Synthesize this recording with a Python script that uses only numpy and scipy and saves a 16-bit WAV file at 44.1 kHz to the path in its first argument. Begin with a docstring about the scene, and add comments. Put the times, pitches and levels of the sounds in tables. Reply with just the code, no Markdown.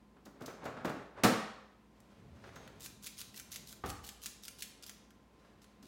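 """Kitchen drawer and steel scoop

Utensils clink and bump in a wooden drawer, which rolls shut with a loud clank: impacts excite damped modes.
Clothes rustle and a spring-loaded scoop is squeezed a dozen times: its gear rasps, its blade snaps home.
One dull knock falls among the squeezes. The hard-walled kitchen reverberates over a faint appliance hum."""
import sys
import numpy as np
from scipy import signal
from scipy.fft import rfft, irfft, next_fast_len
from scipy.io import wavfile
from scipy.ndimage import map_coordinates

SR = 44100
rng = np.random.default_rng(int(sys.argv[2]) if len(sys.argv) > 2 else 0)


def materialize(psi):
    """Save the field psi as 16-bit PCM at rate SR to the path in sys.argv[1].

    A 1-D psi becomes a single channel; in a 2-D psi each row is a channel.
    """
    bounded = np.clip(np.atleast_2d(psi).T, -1, 1)
    quanta = np.round(bounded * 32767).astype(np.int16)
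    wavfile.write(sys.argv[1], SR, quanta)


N = 258922
CLOCK = np.arange(N) / SR  # scene time, s
T = np.arange(int(.6 * SR)) / SR  # time since an impact, s
TOP_HZ = 16150


def amp(db):
    """Amplitude ratio of a level in decibels."""
    return 10 ** (np.asarray(db) / 20)


def unit(x):
    """Normalisation to rms 1."""
    return x / np.sqrt(np.mean(x ** 2) + 1e-20)


def along(points, hz):
    """Interpolation of (frequency_hz, value) points on a logarithmic frequency axis."""
    f, v = np.transpose(points)
    return np.interp(np.log(hz + 1), np.log(f + 1), v)


def wobble(rate):
    """Random modulation: a smooth curve through rate knots a second."""
    return map_coordinates(rng.standard_normal(int(N * rate / SR) + 4), [CLOCK * rate])


def colour(x, spectrum):
    """Spectral shaping: x filtered by a gain curve, at rms 1."""
    size = next_fast_len(len(x))
    gain = amp(along(spectrum, np.fft.rfftfreq(size, 1 / SR)))
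    return unit(irfft(rfft(x, size) * gain, size)[:len(x)])


def noise(spectrum):
    """Coloured Gaussian noise of rms 1."""
    return colour(rng.standard_normal(N), spectrum)


def fade(t60):
    """Exponential decay: 60 dB in t60 seconds."""
    return np.exp(-np.log(1000) * T / t60)


def rise(attack):
    """Exponential onset with a time constant in seconds."""
    return 1 - np.exp(-T / attack)


def held(start, end, attack, release):
    """Trapezoidal envelope, at 1 from start to end."""
    return np.interp(CLOCK, [start - attack, start, end, end + release], [0, 1, 1, 0])


def burst(spectrum, t60, attack):
    """High modal density: countless modes struck at once merge into decaying noise."""
    envelope = rise(attack) * fade(t60)
    bins = rfft(rng.standard_normal(len(T)) * envelope)
    white = irfft(bins / np.abs(bins), len(T))
    x = colour(white, spectrum) * rise(attack) * fade(4 * t60)
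    return x * np.linalg.norm(envelope) / np.linalg.norm(x)


def ring(modes):
    """Modal superposition: damped sinusoids, their strengths varying a little at each strike."""
    hz, db, t60 = np.transpose(modes)[:, :, None]
    gain = amp(db + rng.standard_normal(db.shape))
    partials = gain * np.sin(2 * np.pi * hz * T) * fade(t60)
    return np.sum(partials, axis=0) / np.sqrt(np.sum(amp(db) ** 2) / 2)


def add(track, s, sound):
    """Linear superposition of a sound at time s."""
    part = track[max(round(s * SR), 0):][:len(sound)]
    part += sound[:len(part)]


# still air: frequency_hz, gain_db
AIR_SPECTRUM = [(15, -52), (25, -39), (48, -17), (70, -20), (87, -12), (161, -10.5), (195, -4), (344, -12),
                (677, -20), (840, -20.5), (1040, -19.5), (1130, -23.5), (1610, -27.5), (2050, -29),
                (16000, -48)]
# appliance tones: pitch_hz, level_db
HUM_LINES = [(58.6, -72), (48.3, -79), (208, -73), (1036, -81)]
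def background():
    """Line spectrum over a noise floor: an appliance hums, wavering in level and phase."""
    hum = sum(amp(db + wobble(8)) * np.sqrt(2) * np.sin(2 * np.pi * hz * CLOCK + .5 * wobble(8))
              for hz, db in HUM_LINES)
    return amp(-65) * noise(AIR_SPECTRUM) + hum


# reverberation time: frequency_hz, t60_s
ROOM_DECAY = [(80, 0.53), (250, 0.5), (700, 0.73), (1600, 0.75), (4000, 0.69), (8000, 0.52), (15000, 0.3)]
def kitchen(x, count=5):
    """Diffuse reverberation: treble dies first, and moving contact points excite changing echoes."""
    shares = np.array([wobble(45) for _ in range(count)])
    out = np.zeros(N)
    for share in shares / np.linalg.norm(shares, axis=0):
        hz, t, bins = signal.stft(rng.standard_normal(len(T)), SR, nperseg=256)
        decay = np.exp(-np.log(1000) * t / along(ROOM_DECAY, hz)[:, None])
        tail = signal.istft(bins * decay, SR, nperseg=256)[1][:len(T)] * rise(.0015)
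        add(out, .003, signal.fftconvolve(x * share, tail / np.linalg.norm(tail)))
    return out


# arm movements: middle_s, length_s, sleeve_db, rumble_db
ARM_MOVES = [(2.095, 0.5, -67, -70), (2.293, 0.31, -68.5, -55.5), (2.572, 0.61, -60.5, -60),
             (2.896, 0.65, -75, -60.5), (3.56, 1, -71.5, -63), (4.7, 1.7, -73.5, -75.5),
             (5.442, 0.3, -68.5, -87), (5.792, 1.3, -72, -73)]
# the handle clacks in the hand: start_s, level_db
HANDLE_TAPS = [(2.439, -42), (2.489, -47), (2.561, -40), (5.447, -55.5)]
# sleeve, hand rumble and clack: frequency_hz, gain_db
SLEEVE_SPECTRUM = [(150, -17.5), (400, 3), (900, -6), (1700, -10), (3000, -14), (6000, -21), (15000, -36)]
RUMBLE_SPECTRUM = [(30, -28), (60, 0), (110, 4), (210, 0), (350, -11), (700, -21), (3000, -63.5)]
TAP_SPECTRUM = [(300, -22), (700, 3.5), (1000, 4.5), (1700, 5.5), (2600, -10), (6500, -13.5), (10000, -61)]
def hands():
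    """Friction noise: sleeves rustle and hands rumble with each move; the handle adds brief impacts."""
    middle, length, sleeve_db, rumble_db = np.transpose(ARM_MOVES)
    swells = np.cos(np.pi * np.clip((CLOCK - middle[:, None]) / length[:, None], -.5, .5)) ** 2
    out = np.sqrt(amp(sleeve_db) ** 2 @ swells) * noise(SLEEVE_SPECTRUM) * amp(1.8 * wobble(35) - 1)
    out += np.sqrt(amp(rumble_db) ** 2 @ swells) * noise(RUMBLE_SPECTRUM) * amp(1.7 * wobble(22) - 3)
    for s, db in HANDLE_TAPS:
        add(out, s, amp(db - 8) * burst(TAP_SPECTRUM, t60=.072, attack=.00065))
    return out


# the dull knock: start_s, ring_db, thud_db
KNOCKS = [(3.8378, -36.5, -40)]
# the hollow object and the floor under it: pitch_hz, level_db, t60_s
HOLLOW_MODES = [(315, -7, 0.13), (444, -2, 0.084), (496, -1, 0.15), (756, 1, 0.049), (800.4, -4, 0.19),
                (1164, 0.5, 0.14), (1220, -3, 0.11), (1250, -9, 0.21), (1490, -3, 0.033), (1830, -8, 0.067)]
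FLOOR_MODES = [(61, -9.5, 0.7), (75.4, 4, 0.47), (114, -4, 0.41)]
# the knock's noise: frequency_hz, gain_db
KNOCK_SPECTRUM = [(100, 1.5), (300, 5), (500, -6.5), (900, -4), (1300, -5.5), (1900, -12), (3500, -18.5),
                  (8000, -39)]
def knock():
    """Resonance and beating: something hollow rings, then the floor's close modes throb."""
    out = np.zeros(N)
    for s, ring_db, thud_db in KNOCKS:
        hollow = ring(HOLLOW_MODES) * rise(.00032)
        impact = amp(-3.5) * burst(KNOCK_SPECTRUM, t60=.26, attack=.00034)
        add(out, s, amp(ring_db) * (hollow + impact))
        add(out, s, amp(thud_db) * ring(FLOOR_MODES) * rise(.034))
    return out


# steel meets steel: clash_s, level_db, pitch_hz, cluster_db, graze_lead_s
STEEL_CLINKS = [(0.256, -46, 15000, -22, 0.0039), (0.420, -44.5, 8000, -20, .0125),
                (0.460, -35.5, 6100, -15, 0.0018), (0.653, -41.5, 6900, -14.5, 0.011),
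                (0.8533, -36.5, 11900, -21, 0.0073), (0.8942, -41.5, 8050, -30, 0.0028),
                (2.558, -45.5, 6450, -7, 0.00067)]
# steel contact: frequency_hz, gain_db
STEEL_SPECTRUM = [(800, -24), (2500, -7), (4000, 1.5), (6500, -0.5), (9000, -7), (13000, -7), (15500, -9)]
# cutlery: pitch_hz, level_db, t60_s
CUTLERY_MODES = [(3700, -12, .5), (6200, -3, 0.69), (6900, -1, 0.23), (7300, -3.5, .4), (12100, -16, .35),
                 (15100, 2, .27)]
def utensils():
    """Impact excitation: a graze, then a clash rings close partials, damped by the pile."""
    out = np.zeros(N)
    for s, db, hz, cluster_db, lead in STEEL_CLINKS:
        cluster = ring([(hz + offset_hz, 0, .38) for offset_hz in rng.normal(0, 150, size=6)])
        graze = burst(STEEL_SPECTRUM, t60=.06, attack=.00033)
        clash = burst(STEEL_SPECTRUM, t60=.069, attack=.00033)
        ringing = amp(cluster_db - 3.5) * cluster + amp(-25) * ring(CUTLERY_MODES)
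        add(out, s - lead, amp(db - 16.5) * graze)
        add(out, s, amp(db - 11.5) * (clash + ringing))
    return out


# the drawer is shoved along: start_s, end_s, level_db
DRAWER_SHOVES = [(0.393, 0.605, -59.5), (0.654, 1.016, -53.5)]
# the wooden box: frequency_hz, gain_db
WOOD_SPECTRUM = [(59, -46.5), (100, -6), (229, -2.5), (315, -6.5), (395, -3.5), (524, -3), (888, -8),
                 (1530, -10), (1920, -16.5), (2280, -18.5), (9000, -43.5), (11700, -57.5), (19800, -120)]
def runners(push_s=.082, growth_db_per_s=98):
    """Rolling noise grows with speed: two shoves, then a push that accelerates into the stop."""
    stop = SLAM_BLOWS[0][0]
    shoves = sum(amp(db) * held(start, end, attack=.047, release=.08) for start, end, db in DRAWER_SHOVES)
    push = amp(-48 - growth_db_per_s * np.abs(stop - CLOCK))
    push *= held(stop - push_s, stop, attack=.0093, release=.012)
    return (shoves + push) * noise(WOOD_SPECTRUM) * amp(3.4 * wobble(70.13))


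# things bump the drawer: start_s, level_db, bass_db, rebound_loss_db
DRAWER_BUMPS = [(0.162, -47, -6, 12), (0.258, -39.5, 1, 11), (0.409, -34, -1, 12), (0.477, -30.5, -9.5, 6),
                (0.629, -33, -16, 9), (0.653, -25.5, -11, 5), (0.766, -30.5, -16.5, 18),
                (0.846, -20.5, -6, 3.5), (5.825, -50.5, 6.5, 17)]
# the box's boom: frequency_hz, gain_db
BOOM_SPECTRUM = [(60, -33), (110, -7.5), (200, -5.5), (280, 0.5), (360, -5), (500, -24), (1500, -49)]
# the box: pitch_hz, level_db, t60_s
BOX_MODES = [(85, -19, 0.21), (117.5, 1, 0.18), (214, -7.5, 0.62), (248.1, 2.5, 0.28), (319, -2.5, 0.33),
             (469, -6, 0.39), (519, -17, 0.83), (551, -12.5, 0.43), (728, -8.5, 0.35), (813, -19, .34),
             (1255, -15.5, 0.78), (1316, -8.5, 0.35), (1630, -18, 0.47), (1940, -15, 0.43)]
def bumps(contacts=3, rebound_s=.0245, hard_db=-22):
    """Inelastic rebound: ever weaker contacts excite the box, its modes damped by the hand."""
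    out = np.zeros(N)
    for s, first_db, bass_db, loss_db in DRAWER_BUMPS:
        for k in range(contacts):
            db = first_db - k * loss_db
            attack = .0016 if db > hard_db else .0027  # a hard contact builds faster
            boom = amp(bass_db - 1) * burst(BOOM_SPECTRUM, t60=.22, attack=attack)
            ringing = amp(-9.5) * ring(BOX_MODES) * fade(.27) * rise(attack)
            impact = burst(WOOD_SPECTRUM, t60=.13, attack=attack)
            add(out, s + k * rebound_s, amp(db - 11) * (impact + boom + ringing))
    return out


# the drawer hits its stop and the load follows: start_s, box_db, cutlery_db
SLAM_BLOWS = [(1.2351, -23.5, -25.5), (1.2424, -21, -32), (1.259, -34.5, -46)]
# box and cutlery in the slam: frequency_hz, gain_db
STOP_SPECTRUM = [(25, -61), (55, -39), (85, -18), (115, -4), (160, 1), (250, 3.5), (330, -9.5), (400, -4.5),
                 (520, -2.5), (1300, -7), (2000, -17), (3500, -43), (9000, -38)]
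CRASH_SPECTRUM = [(300, -22), (1500, 6.5), (3000, 1.5), (5500, -1), (8000, -5), (12000, -9), (16000, -12.5)]
def slam():
    """Inertia: the box booms against its stop and the loose cutlery crashes inside."""
    out = np.zeros(N)
    for s, box_db, cutlery_db in SLAM_BLOWS:
        add(out, s, amp(box_db) * burst(STOP_SPECTRUM, t60=.17, attack=.0017))
        add(out, s, amp(cutlery_db) * burst(CRASH_SPECTRUM, t60=.16, attack=.00039))
    return out


def panels():
    """Free vibration: the slam's hardest blow leaves the cabinet's panels ringing."""
    out = np.zeros(N)
    s, box_db, _ = max(SLAM_BLOWS, key=lambda blow: blow[1])
    add(out, s, amp(box_db - .5) * ring(BOX_MODES) * rise(.0033))
    return out


# gear teeth scraping: frequency_hz, gain_db
RASP_SPECTRUM = [(500, -19.5), (1400, -4.5), (2000, -8.5), (3200, 1), (5500, 3), (8500, -2), (13000, -1.5),
                 (15600, -3)]
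def tooth(middle_hz=6520, spread_octaves=.65):
    """Sudden release: a tooth lets go with a scrape and a ping of two random partials."""
    pitches = np.minimum(middle_hz * 2 ** (spread_octaves * rng.standard_normal(2)), TOP_HZ)
    ping = ring([(hz, 0, .023) for hz in pitches])
    return burst(RASP_SPECTRUM, t60=.0092, attack=.00021) + amp(-6) * ping


# the gear creeps short of the stop: start_s, length_s, level_db
GEAR_CREEPS = [(4.826, 0.014, -44), (5.618, .03, -60.5), (5.827, 0.048, -60.5)]
# squeezes, ending at the blade's stop: stop_s, travel_s, gear_db, swell_db, snap_db
SCOOP_SQUEEZES = [(2.8602, 0.053, -49.5, -2, -29), (3.0683, 0.044, -49, 5, -27),
                  (3.2145, .034, -45, 2.5, -29), (3.398, 0.051, -49, 0, -29.5),
                  (3.5594, 0.041, -48, -1, -27.5), (3.7271, 0.055, -50, -1, -32.5),
                  (3.9013, 0.041, -47, -1.5, -28), (4.0897, .045, -51, -6.5, -29),
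                  (4.259, .040, -49.5, 5.5, -25.5), (4.481, 0.045, -51, -6, -28.5),
                  (4.6223, 0.036, -53, -1, -25.5), (4.895, 0.03, -53.5, -7, -30)]
def gear(teeth=10, tooth_s=.008, slack_s=.01, catches_per_s=260):
    """Stick-slip friction: the gear takes up its slack, bites, then rasps from tooth to tooth."""
    catches = (rng.random(N) < catches_per_s / SR) * rng.uniform(.5, 2, N)
    slips = .45 + signal.fftconvolve(catches, fade(.012))[:N]
    rasp = amp(-3.5) * unit(noise(RASP_SPECTRUM) * slips)
    creep = sum(amp(db) * held(s, s + length, attack=.0033, release=.005) for s, length, db in GEAR_CREEPS)
    out = signal.sosfilt(signal.butter(1, 8200, fs=SR, output="sos"), creep * rasp)  # slow creep is duller
    for stop, travel, gear_db, swell_db, _ in SCOOP_SQUEEZES:
        bite = stop - travel
        effort = lambda time: amp(gear_db + swell_db * (np.clip((time - bite) / travel, 0, 1) - .5))
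        slack = amp(-11) * held(bite - slack_s, bite, attack=.003, release=.002)
        out += effort(CLOCK) * (slack + held(bite, stop, attack=.0017, release=.0025)) * rasp
        for k, (late, hard) in enumerate(rng.standard_normal((teeth, 2))):
            time = bite + (k + .2 * late) * tooth_s
            db = .5 + 3 * hard if k else 2.5  # a firm first bite, then uneven teeth
            moving = time < stop - tooth_s / 2
            add(out, time, moving * effort(time) * amp(db) * tooth())
    return out


# blade contact and the handle's body: frequency_hz, gain_db
CLICK_SPECTRUM = [(600, -74), (1500, -2.5), (2600, 2), (5000, 4), (7000, 4), (8500, 0.5), (11500, 1.5),
                  (13500, -7), (15600, -3.5)]
BODY_SPECTRUM = [(500, -43), (1000, -29), (1400, 0.5), (2300, -13), (3500, -11), (8000, -37)]
# the scoop's steel: pitch_hz, level_db, t60_s
SCOOP_MODES = [(2035, -4, .2), (2420, 8, 0.2), (3230, -3, 0.25), (4330, -8, 0.17), (5000, -6, 0.19),
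               (6300, 6, 0.3), (7700, -12, 0.31), (11600, 5, 0.17), (15360, 5, .2)]
def click(db, body_db, chatter_s):
    """Impulse response of the scoop: a crack, its chatter, the handle's body and a faint ring."""
    crack = burst(CLICK_SPECTRUM, t60=.0055, attack=.0001)
    chatter = amp(-3.5) * burst(CLICK_SPECTRUM, t60=chatter_s, attack=.00017)
    body = amp(body_db + 1.5) * burst(BODY_SPECTRUM, t60=.023, attack=.000065)
    return amp(db - 8) * (crack + chatter + body + amp(-27.5) * ring(SCOOP_MODES))


# the loose blade ticks as the scoop turns: start_s, level_db, body_db
BLADE_TICKS = [(2.003, -49.5, -22), (2.6766, -45.5, 1.5), (5.106, -50.5, -0.5), (5.6425, -50.5, -3)]
# the steel's high zing: frequency_hz, gain_db
ZING_SPECTRUM = [(5000, -40), (10000, -18), (13000, -2), (15500, 4)]
def scoop(middling_db=-29, echo_s=.0051):
    """Nonlinear contact: the harder the blade hits its stop, the brighter and longer it chatters."""
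    out = gear()
    for s, *_, db in SCOOP_SQUEEZES:
        extra_db = db - middling_db
        add(out, s, click(db, body_db=-16 - .7 * extra_db, chatter_s=.03 * 2 ** (extra_db / 3)))
        add(out, s, amp(db - 30 + 3 * extra_db) * burst(ZING_SPECTRUM, t60=.035, attack=.0002))
    for s, db, body_db in BLADE_TICKS:
        add(out, s, click(db, body_db, chatter_s=.027))
    reflection = np.pad(out, (round(echo_s * SR), 0))[:N]  # from a hard surface close by
    return out + amp(-11.5) * reflection


def scene():
    """Direct plus reverberant field: the sources excite the room, each with its own share."""
    drawer = runners() + bumps()
    steel, clank, tool, thud, handling = utensils(), slam(), scoop(), knock(), hands()
    direct = drawer + steel + clank + panels() + tool + thud + handling
    send = (amp(-5.5) * drawer + amp(-4.5) * steel + amp(-3.5) * clank
            + amp(-6) * tool + amp(-2.5) * thud + amp(-4.5) * handling)
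    return (direct + kitchen(send) + background())[None]


def record(dry):
    """Band limiting: filters remove the deep bass and the treble above TOP_HZ."""
    thin = signal.sosfilt(signal.butter(4, 42, "highpass", fs=SR, output="sos"), dry)
    lowpass = signal.firwin(255, TOP_HZ, fs=SR)
    return signal.fftconvolve(thin, lowpass[None], mode="same", axes=1)


dry = scene()
out = record(dry)
materialize(out)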